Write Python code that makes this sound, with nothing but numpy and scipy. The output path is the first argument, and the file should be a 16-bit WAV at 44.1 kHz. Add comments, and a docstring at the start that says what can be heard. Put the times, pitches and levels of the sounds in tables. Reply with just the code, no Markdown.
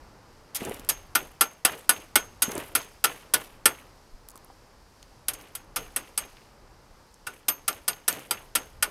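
"""Distant traffic, insects and light wind on the microphone come first: filtered noise that swells in three ranges.
Half a second in, a steel hammer starts driving the metal stake of a yard sign into a lawn, in three runs of blows.
Each blow rings stake and hammer head as decaying modes, with a noise crack, its echo and a thud from the soil.
The sign panel booms in resonances and crackles with random slaps; knocks and small dry ticks fall around the blows."""
import sys
import numpy as np
from scipy import signal
from scipy.fft import rfft, irfft
from scipy.io import wavfile
from scipy.ndimage import uniform_filter1d

SR = 44100
rng = np.random.default_rng(int(sys.argv[2]) if len(sys.argv) > 2 else 0)


def waveform_to_disk(signal):
    """Save audio, clipped to [-1, 1], as 16-bit WAV at the path in sys.argv[1]."""
    frames = np.transpose(np.atleast_2d(signal))
    scaled = np.clip(frames, -1, 1) * 32767
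    samples = np.round(scaled).astype(np.int16)
    wavfile.write(sys.argv[1], SR, samples)


N = 392490

# hammer blows, with relative levels; a low stake_db means a glancing blow, head rings lie near 6.5, 11.5 and 13 kHz:
# time_s, level_db, stake_db, head_6k5_db, head_11k5_db, head_13k_db, contact_ms, panel_shake_db
HAMMER_BLOWS = [(0.548, -13.5, -27, -26, -23, -23, 23, -42), (0.89, -3, -25, -30.5, -14, -26, 10, -39.5),
                (1.152, -4, -4, -31, -14, -18, 8.2, -34.5), (1.41, 1.5, -12.5, -32, -14.5, -30, 4.6, -43.5),
                (1.65, 2.5, -13.5, -37.5, -37, -29, 3.1, -35), (1.893, 2.5, -14.5, -35.5, -17, -29, 2, -39),
                (2.157, 2, -9.5, -31, -33, -33, 3.7, -42.5), (2.421, 1, -26, -28, -18, -35, 5.4, -40),
                (2.752, -2, -16, -30.5, -15, -30, 3.4, -35.5), (3.041, 0, -14, -34, -25, -33, 5.9, -34),
                (3.338, -1, -12.5, -45, -26, -30, 7, -34.5), (3.657, 2.5, -10, -38.5, -19.5, -29, 3.8, -40),
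                (5.284, -8, -21, -39, -16, -34, 4.3, -37.5), (5.335, -22.5, -25, -28, -28, -29, 6.1, -41),
                (5.552, -15, -24, -35.5, -24, -32, 3.4, -41),
                (5.761, -10.5, -10.5, -27, -15, -27, 7.1, -29.5),
                (5.962, -7, -19.5, -36.5, -26, -33, 2.1, -36),
                (6.177, -6.5, -22.5, -31.5, -19, -32, 2.4, -36),
                (7.268, -20.5, -2.5, -28, -32, -29, 5.3, -24.5),
                (7.484, -4.5, -12.5, -28.5, -17, -11.5, 5.9, -41),
                (7.68, -5.5, -13.5, -35, -32, -17, 5.2, -36.5), (7.88, -6, -15, -32, -15, -18, 6.4, -37.5),
                (8.08, -2.5, -15.5, -33, -27, -17, 4.6, -38), (8.31, -6, -12, -33.5, -30, -25, 1.4, -36),
                (8.553, -4, -10.5, -32, -16, -32, 6.4, -37), (8.826, -3.5, -9.5, -39.5, -30, -27, 4.5, -38)]


def undb(db):
    """Decibels to an amplitude factor."""
    return 10 ** (np.asarray(db) / 20)


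def unit(x):
    """Scale to an RMS of 1."""
    return x / np.sqrt(np.mean(x ** 2))


def on_log(hz, table):
    """Read a (hz, value) table on a log-frequency axis."""
    table_hz, values = np.transpose(table)
    return np.interp(np.log(np.maximum(hz, 1)), np.log(table_hz), values)


def colour(x, table):
    """Shape x by a (hz, db) spectrum."""
    gain = undb(on_log(np.fft.rfftfreq(len(x), 1 / SR), table))
    return irfft(rfft(x) * gain, len(x))


def band(x, hz, width):
    """Two-pole resonance, gain 1 at the centre."""
    b, a = signal.iirpeak(min(hz, .45 * SR), hz / width, fs=SR)
    return signal.lfilter(b, a, x)


def butter(x, hz, kind="low"):
    """Second-order Butterworth filter."""
    return signal.sosfilt(signal.butter(2, hz, kind, fs=SR, output="sos"), x)


def smooth_lows(x, hz):
    """The part of x below hz, filtered forward and backward so that it is not delayed."""
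    return signal.sosfiltfilt(signal.butter(2, hz, fs=SR, output="sos"), x)


def walk(rate):
    """Random levels held 1 / rate s, smoothed twice over that time, RMS 1."""
    k = int(SR / rate)
    steps = np.repeat(rng.standard_normal(N // k + 1), k)
    return unit(uniform_filter1d(uniform_filter1d(steps, k), k)[:N])


def add(out, s, x):
    """Mix x into out from time s."""
    i = int(s * SR)
    out[i:i + len(x)] += x[:N - i]


def street():
    """Distant traffic, insects near 5 kHz and wind on the microphone; each range of the noise swells on its own."""
    # relative spectrum of the place: freq_hz, density_db
    street_spectrum = [(12, -39), (20, 4), (111, -6), (165, -11), (305, -12.5), (428, -12.5), (599, -12.5),
                       (670, -15.5), (863, -12), (2370, -24.5), (3520, -28), (4930, -22.5), (7100, -30),
                       (13900, -36), (16500, -51.5)]
    # level of the bed over time: time_s, level_db
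    street_level = [(0.0, -57.5), (2.6, -56.5), (4.83, -59), (6.0, -56.5), (7.09, -59), (8.9, -58.5)]
    # one puff of wind on the microphone: time_s, peak_db, spread_ms
    puff_s, puff_db, puff_ms = (4.144, -37, 12)
    t = np.arange(N) / SR
    hiss = colour(rng.standard_normal(N), street_spectrum)
    hiss /= np.std(butter(hiss, [100, 3000], "band"))
    wind = smooth_lows(hiss, 95)
    traffic = smooth_lows(hiss - wind, 2500)
    insects = hiss - wind - traffic
    bed = wind * undb(3.5 * walk(7))
    bed += traffic * undb(1.7 * walk(8.2))
    bed += insects * undb(1.1 * walk(7.1))
    after = t - puff_s
    swell = np.exp(-(1000 * after / puff_ms) ** 2 / 2)
    puff = -undb(puff_db) * np.cos(2 * np.pi * 22 * after) * swell
    return bed * undb(np.interp(t, *np.transpose(street_level))) + puff


def ticks():
    """Small dry ticks of panel, frame and handling: short decaying noise in one band, singly and in faint patter."""
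    # single ticks: time_s, peak_db, centre_hz, width_share (of the centre, limited below)
    single_ticks = [(0.652, -22, 10000, 1.1), (0.696, -27, 10500, 0.64), (0.745, -28, 11000, .7),
                    (0.797, -28.5, 9000, 2), (0.849, -33.5, 9000, 1.6), (1.778, -38, 5000, 1.6),
                    (2.519, -21.5, 5960, 1.9), (2.554, -21, 9700, 0.41), (2.58, -22, 9000, 1.5),
                    (2.817, -32.5, 4060, 1.6), (3.786, -40, 2300, .3), (4.288, -27, 10700, 1.33),
                    (4.299, -38, 10000, .9), (4.306, -36, 8500, .8), (4.316, -43, 9500, .9),
                    (4.335, -48, 1050, .12), (4.357, -39.5, 1100, 0.47), (4.358, -36.5, 7500, 1.2),
                    (4.366, -39, 9000, 0.77), (4.377, -37, 9500, 1.6), (4.447, -38, 12300, .37),
                    (4.501, -40, 804, .45), (5.029, -35, 4400, 1.6), (5.413, -38.5, 8000, 1.5),
                    (6.37, -42, 2760, .7), (7.143, -41.5, 7780, .55), (7.73, -29, 4900, 1.5),
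                    (7.932, -31, 3420, 0.91), (8.128, -21.5, 8000, 1.4), (8.195, -34, 9000, 1.1),
                    (8.272, -44, 10500, .5)]
    # patter at random moments: start_s, length_s, ticks_per_s, typical_peak_db, typical_centre_hz
    patter = [(5.805, .7, 28, -52.5, 2540), (6.902, .12, 14, -50.5, 2720)]
    scatter_db, patter_share = 4.5, 0.54
    out, t = np.zeros(N), np.arange(2048) / SR
    rows = list(single_ticks)
    for start, length, rate, db, hz in patter:
        moments = np.cumsum(rng.exponential(size=64) / rate)
        for s in moments[moments < length]:
            louder, higher = rng.standard_normal(2)
            tick_hz = hz * (1 + 0.17 * np.tanh(higher))
            rows.append((start + s, db + scatter_db * louder, tick_hz, patter_share))
    for s, db, hz, share in rows:
        width = hz * np.clip(share, .1, 1.7)
        t60 = 0.0082 + 22 / hz  # seconds; low taps ring longer
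        burst = rng.standard_normal(len(t)) * undb(-60 * t / t60)
        tick = band(band(burst, hz, width), hz, width)
        add(out, s - .001, undb(db) * tick / np.abs(tick).max())
    return out


def knocks():
    """Dull knocks of the panel flexing, plus the soil's thud under the blow at 3.66 s: a short push into one
    bending mode and its neighbour."""
    # time_s, peak_db, pitch_hz
    panel_knocks = [(0.619, -26.5, 221), (0.654, -29, 375), (0.695, -31, 236), (0.71, -25, 435),
                    (0.794, -36.5, 240), (2.481, -25.5, 237), (2.497, -28.5, 447), (2.529, -35, 432),
                    (2.555, -25.5, 363), (2.578, -26, 304), (3.659, -26, 423), (4.353, -45, 296),
                    (8.13, -35, 344)]
    t60_s = 0.029
    out, t = np.zeros(N), np.arange(4096) / SR
    for s, db, hz in panel_knocks:
        shape = (1 - np.exp(-t / 0.0024)) * undb(-60 * t / t60_s)
        neighbour = np.sin(2 * np.pi * 1.63 * hz * t + 2 * np.pi * rng.random())
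        knock = shape * (np.sin(2 * np.pi * hz * t) + 0.38 * neighbour)
        add(out, s, undb(db) * knock / np.abs(knock).max())
    return out


def rustle(grain=0.41, scatter_db=8.0):
    """Slaps of the sheet on its frame; each excites only a part of the spectrum for a moment."""
    # centre_hz, width_hz, slaps_per_s
    slap_bands = [(1300, 1400, 500), (2700, 1800, 250), (5500, 3500, 300), (8500, 3500, 250),
                  (12000, 6000, 300)]
    # relative spectrum of the crackle: freq_hz, density_db
    crackle_spectrum = [(500, 4), (900, 1.5), (1500, -1), (3000, -1.5), (4900, -15), (7500, -14),
                        (10500, -9), (14500, -11.5), (16500, -25.5)]
    decay = np.exp(-1 / (0.0039 * SR))  # per sample, 3.9 ms time constant
    out = np.zeros(N)
    for hz, width, rate in slap_bands:
        strength = undb(scatter_db * np.minimum(rng.exponential(size=N), 2.8))
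        clicks = (rng.random(N) < rate / SR) * strength
        slaps = unit(signal.lfilter([1], [1, -decay], clicks))
        out += band((slaps + grain) * rng.standard_normal(N), hz, width)
    return unit(colour(out, crackle_spectrum))


def panel():
    """The sign panel booms in its bending modes and crackles against the frame while it shakes."""
    # long wobbles: start_s, length_s, boom_db, crackle_db
    wobbles = [(0.574, 0.14, -41, -41.5), (2.463, 0.13, -41.5, -41.5), (5.36, .04, -57, -53),
               (8.078, 0.1, -46, -50)]
    # bending modes, with relative levels: centre_hz, width_hz, level_db
    bending = [(193.8, 450, 2.5), (289, 47, 0.6), (398, 200, 0), (480, 350, -9)]
    wobble_rise_s, wobble_t60_s, shake_t60_s = 0.043, 0.56, 0.48
    t, boom, crackle = np.arange(N) / SR, np.zeros(N), np.zeros(N)
    for s, length, boom_db, crackle_db in wobbles:
        rise = np.clip((t - s) / wobble_rise_s, 0, 1)
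        swing = rise * undb(-60 * np.maximum(t - s - length, 0) / wobble_t60_s)
        boom += undb(boom_db) * swing
        crackle += undb(crackle_db) * swing
    after = t[:SR // 2]
    for s, db, *_, shake_db in HAMMER_BLOWS:
        shake = undb(db + shake_db - 60 * after / shake_t60_s) * (1 - np.exp(-after / 0.011))
        add(crackle, s, shake)
        add(boom, s, undb(-2.5) * shake)
    drive = rng.standard_normal(N) * undb(3.0 * walk(45))
    bend = np.zeros(N)
    for hz, width, db in bending:
        bend += undb(db) * band(band(drive, hz, width), hz, 2 * width)
    return boom * unit(bend) + crackle * rustle()


def ring(modes, t, rough, scatter_db=3.5, detune=0.0051):
    """Decaying modes; every blow feeds each differently, and loose joints make each ring waver."""
    hz, db, t60 = np.transpose(modes)[:, :, None]
    pitch_chance, level_chance, phase_chance = rng.standard_normal((3, len(modes), 1))
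    noise = rng.standard_normal((len(modes), len(t)))
    waver = uniform_filter1d(noise, size=200, axis=1) * np.sqrt(200)
    phase = 2 * np.pi * (hz * (1 + detune * pitch_chance) * t + phase_chance) + rough * waver
    level = undb(db + scatter_db * level_chance - 60 * t / t60)
    return (np.sin(phase) * level).sum(axis=0)


def stake(t, stake_db):
    """The struck stake rings in body modes, which also linger fainter and longer, and in top modes of fixed level."""
    # modes of the body and of the top, with relative levels: freq_hz, level_db, t60_s
    body_modes = [(840, -11, .05), (960, -10, .05), (1211, -5, .1), (1368, -3, .095), (1469, -3, .09),
                  (1765, -7, .08), (1850, -10, .06), (2150, -10, .07), (2380, -12, .06), (2710, -9, .065),
                  (3250, -12, .08)]
    top_modes = [(4786, -19, .07), (7900, -12, .045), (8208, -9, .06), (8522, -11, .075), (9393, -13, .055),
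                 (10200, -10, .05), (10410, -9, .065), (10955, -10, .06), (11171, -12, .05),
                 (12100, -15, .045), (12650, -15, .05), (13950, -16, .07)]
    body_trim_db, top_trim_db = -6.5, -9
    linger_db, linger_times = -17, 2.1  # the free part of the stake rings on
    free_modes = [(hz, db + linger_db, t60 * linger_times) for hz, db, t60 in body_modes]
    top = ring(top_modes, t, rough=.4, scatter_db=3.0)
    body = ring(body_modes, t, rough=.3, scatter_db=4.5)
    body += ring(free_modes, t, rough=.3, scatter_db=5.5)
    return undb(top_trim_db) * top + undb(body_trim_db + stake_db) * body


def hammer_head(t, glance, pair_db, upper_db):
    """Four modes of the steel head; the second of the low pair gains on the first as the blow glances."""
    # freq_hz, t60_s
    head_modes = [(6401, .3), (6746, .13), (11487, .085), (13033, .13)]
    trim_db = -2
    twin_db = pair_db - 5.5 + 0.76 * glance
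    levels_db = [pair_db, twin_db, *upper_db]
    modes = [(hz, trim_db + db, t60) for (hz, t60), db in zip(head_modes, levels_db)]
    return ring(modes, t, rough=.4, scatter_db=1.0, detune=0)


def fading(t, decays, hold_s):
    """Noise in the colour of the crack; each octave holds, then dies at its own pace."""
    # relative spectrum of the crack: freq_hz, density_db
    crack_spectrum = [(59, -59), (100, -24.5), (628, -11), (1350, -14.5), (1990, -12), (3180, -7),
                      (4480, -12.5), (4880, -7), (7170, -10.5), (10100, -3), (14200, -6), (15500, -16.5),
                      (16500, -52.5)]
    noise = unit(colour(rng.standard_normal(len(t)), crack_spectrum))
    spectrum, hz = rfft(noise), np.fft.rfftfreq(len(t), 1 / SR)
    dying_s = np.maximum(t - hold_s, 0)
    out = np.zeros(len(t))
    for mid in 125 * 2. ** np.arange(8):
        octaves_off = np.clip(np.log2(np.maximum(hz, 1) / mid), -1, 1)
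        octave = np.cos(np.pi / 2 * octaves_off) ** 2
        out += irfft(spectrum * octave, len(t)) * undb(-60 * dying_s / on_log(mid, decays))
    return out


def crack_and_echo(t, hold_s):
    """Steel bounces on steel, so the crack comes in uneven pushes; its echo swells in after it."""
    # decay of the crack at the stake: freq_hz, t60_s
    crack_decay = [(150, 0.04), (1000, 0.16), (3000, 0.084), (8000, 0.037), (15000, 0.034)]
    # decay of the echo off house fronts and trees: freq_hz, t60_s
    echo_decay = [(150, 0.45), (1000, .35), (3000, 0.13), (8000, 0.11), (15000, 0.1266)]
    crack_db, echo_db = -14.5, -31
    bounce = rng.standard_normal(len(t)) ** 3
    uneven = unit(uniform_filter1d(np.abs(bounce), size=40)) ** 0.84
    # walls and trunks answer one by one, so the tail comes in lumps
    patchy = unit(uniform_filter1d(bounce ** 2, size=160)) ** .35
    crack = undb(crack_db) * (1 - np.exp(-t / 0.00041)) * uneven * fading(t, crack_decay, hold_s)
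    echo = undb(echo_db) * (1 - np.exp(-t / 0.013)) * patchy * fading(t, echo_decay, hold_s)
    return crack + echo


def soil_thud(t, glance):
    """The soil answers with a dull noise near 320 Hz, weaker the more the blow glances."""
    dull = band(band(rng.standard_normal(len(t)), 320, 352.6), 320, 352.6)
    return undb(-34.5 - 0.58 * glance - 60 * t / 0.15) * unit(dull)


def hammer():
    """Each blow: contact feeds the rings of stake and head, a crack with its echo, and a thud."""
    square_db = -12.5  # stake ring of a squarely struck blow
    pole = np.exp(-2 * np.pi * 3500 / SR)  # one-pole low-pass at 3.5 kHz
    out, t = np.zeros(N), np.arange(1 << 14) / SR
    for s, db, stake_db, pair_db, *upper_db, contact_ms, _ in HAMMER_BLOWS:
        glance = square_db - stake_db  # dB short of a square blow
        hold_s = max(contact_ms, 1) / 1000
        builds = 1 - np.exp(-(t / hold_s) ** 2 * 3.0)  # rings grow while the contact lasts
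        rings = builds * (stake(t, stake_db) + hammer_head(t, glance, pair_db, upper_db))
        scatter = crack_and_echo(t, hold_s)
        # glancing blows are thin and bright, square ones full
        lows = signal.lfilter([1 - pole], [1, -pole], scatter)
        full_gain = undb(2.5 - 0.33 * glance)
        blow = rings + scatter + (full_gain - 1) * lows
        blow = butter(blow, 400, "high")  # a thin stake radiates little bass
        thud = builds * soil_thud(t, glance)
        add(out, s - .001, undb(db) * (blow + thud))
    return out


def scene():
    """The place, the sign and the hammer, mixed to one channel."""
    return (street() + ticks() + knocks() + panel() + hammer())[None]


def record(dry):
    """The microphone droops at the very top, the loudest peaks are rounded and the recorder cuts the top off."""
    droop = butter(dry, 15500)
    rounded = .93 * np.tanh(droop / .93)
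    return signal.sosfilt(signal.ellip(10, .2, 80, 16300, fs=SR, output="sos"), rounded)


dry = scene()
out = record(dry)
waveform_to_disk(out)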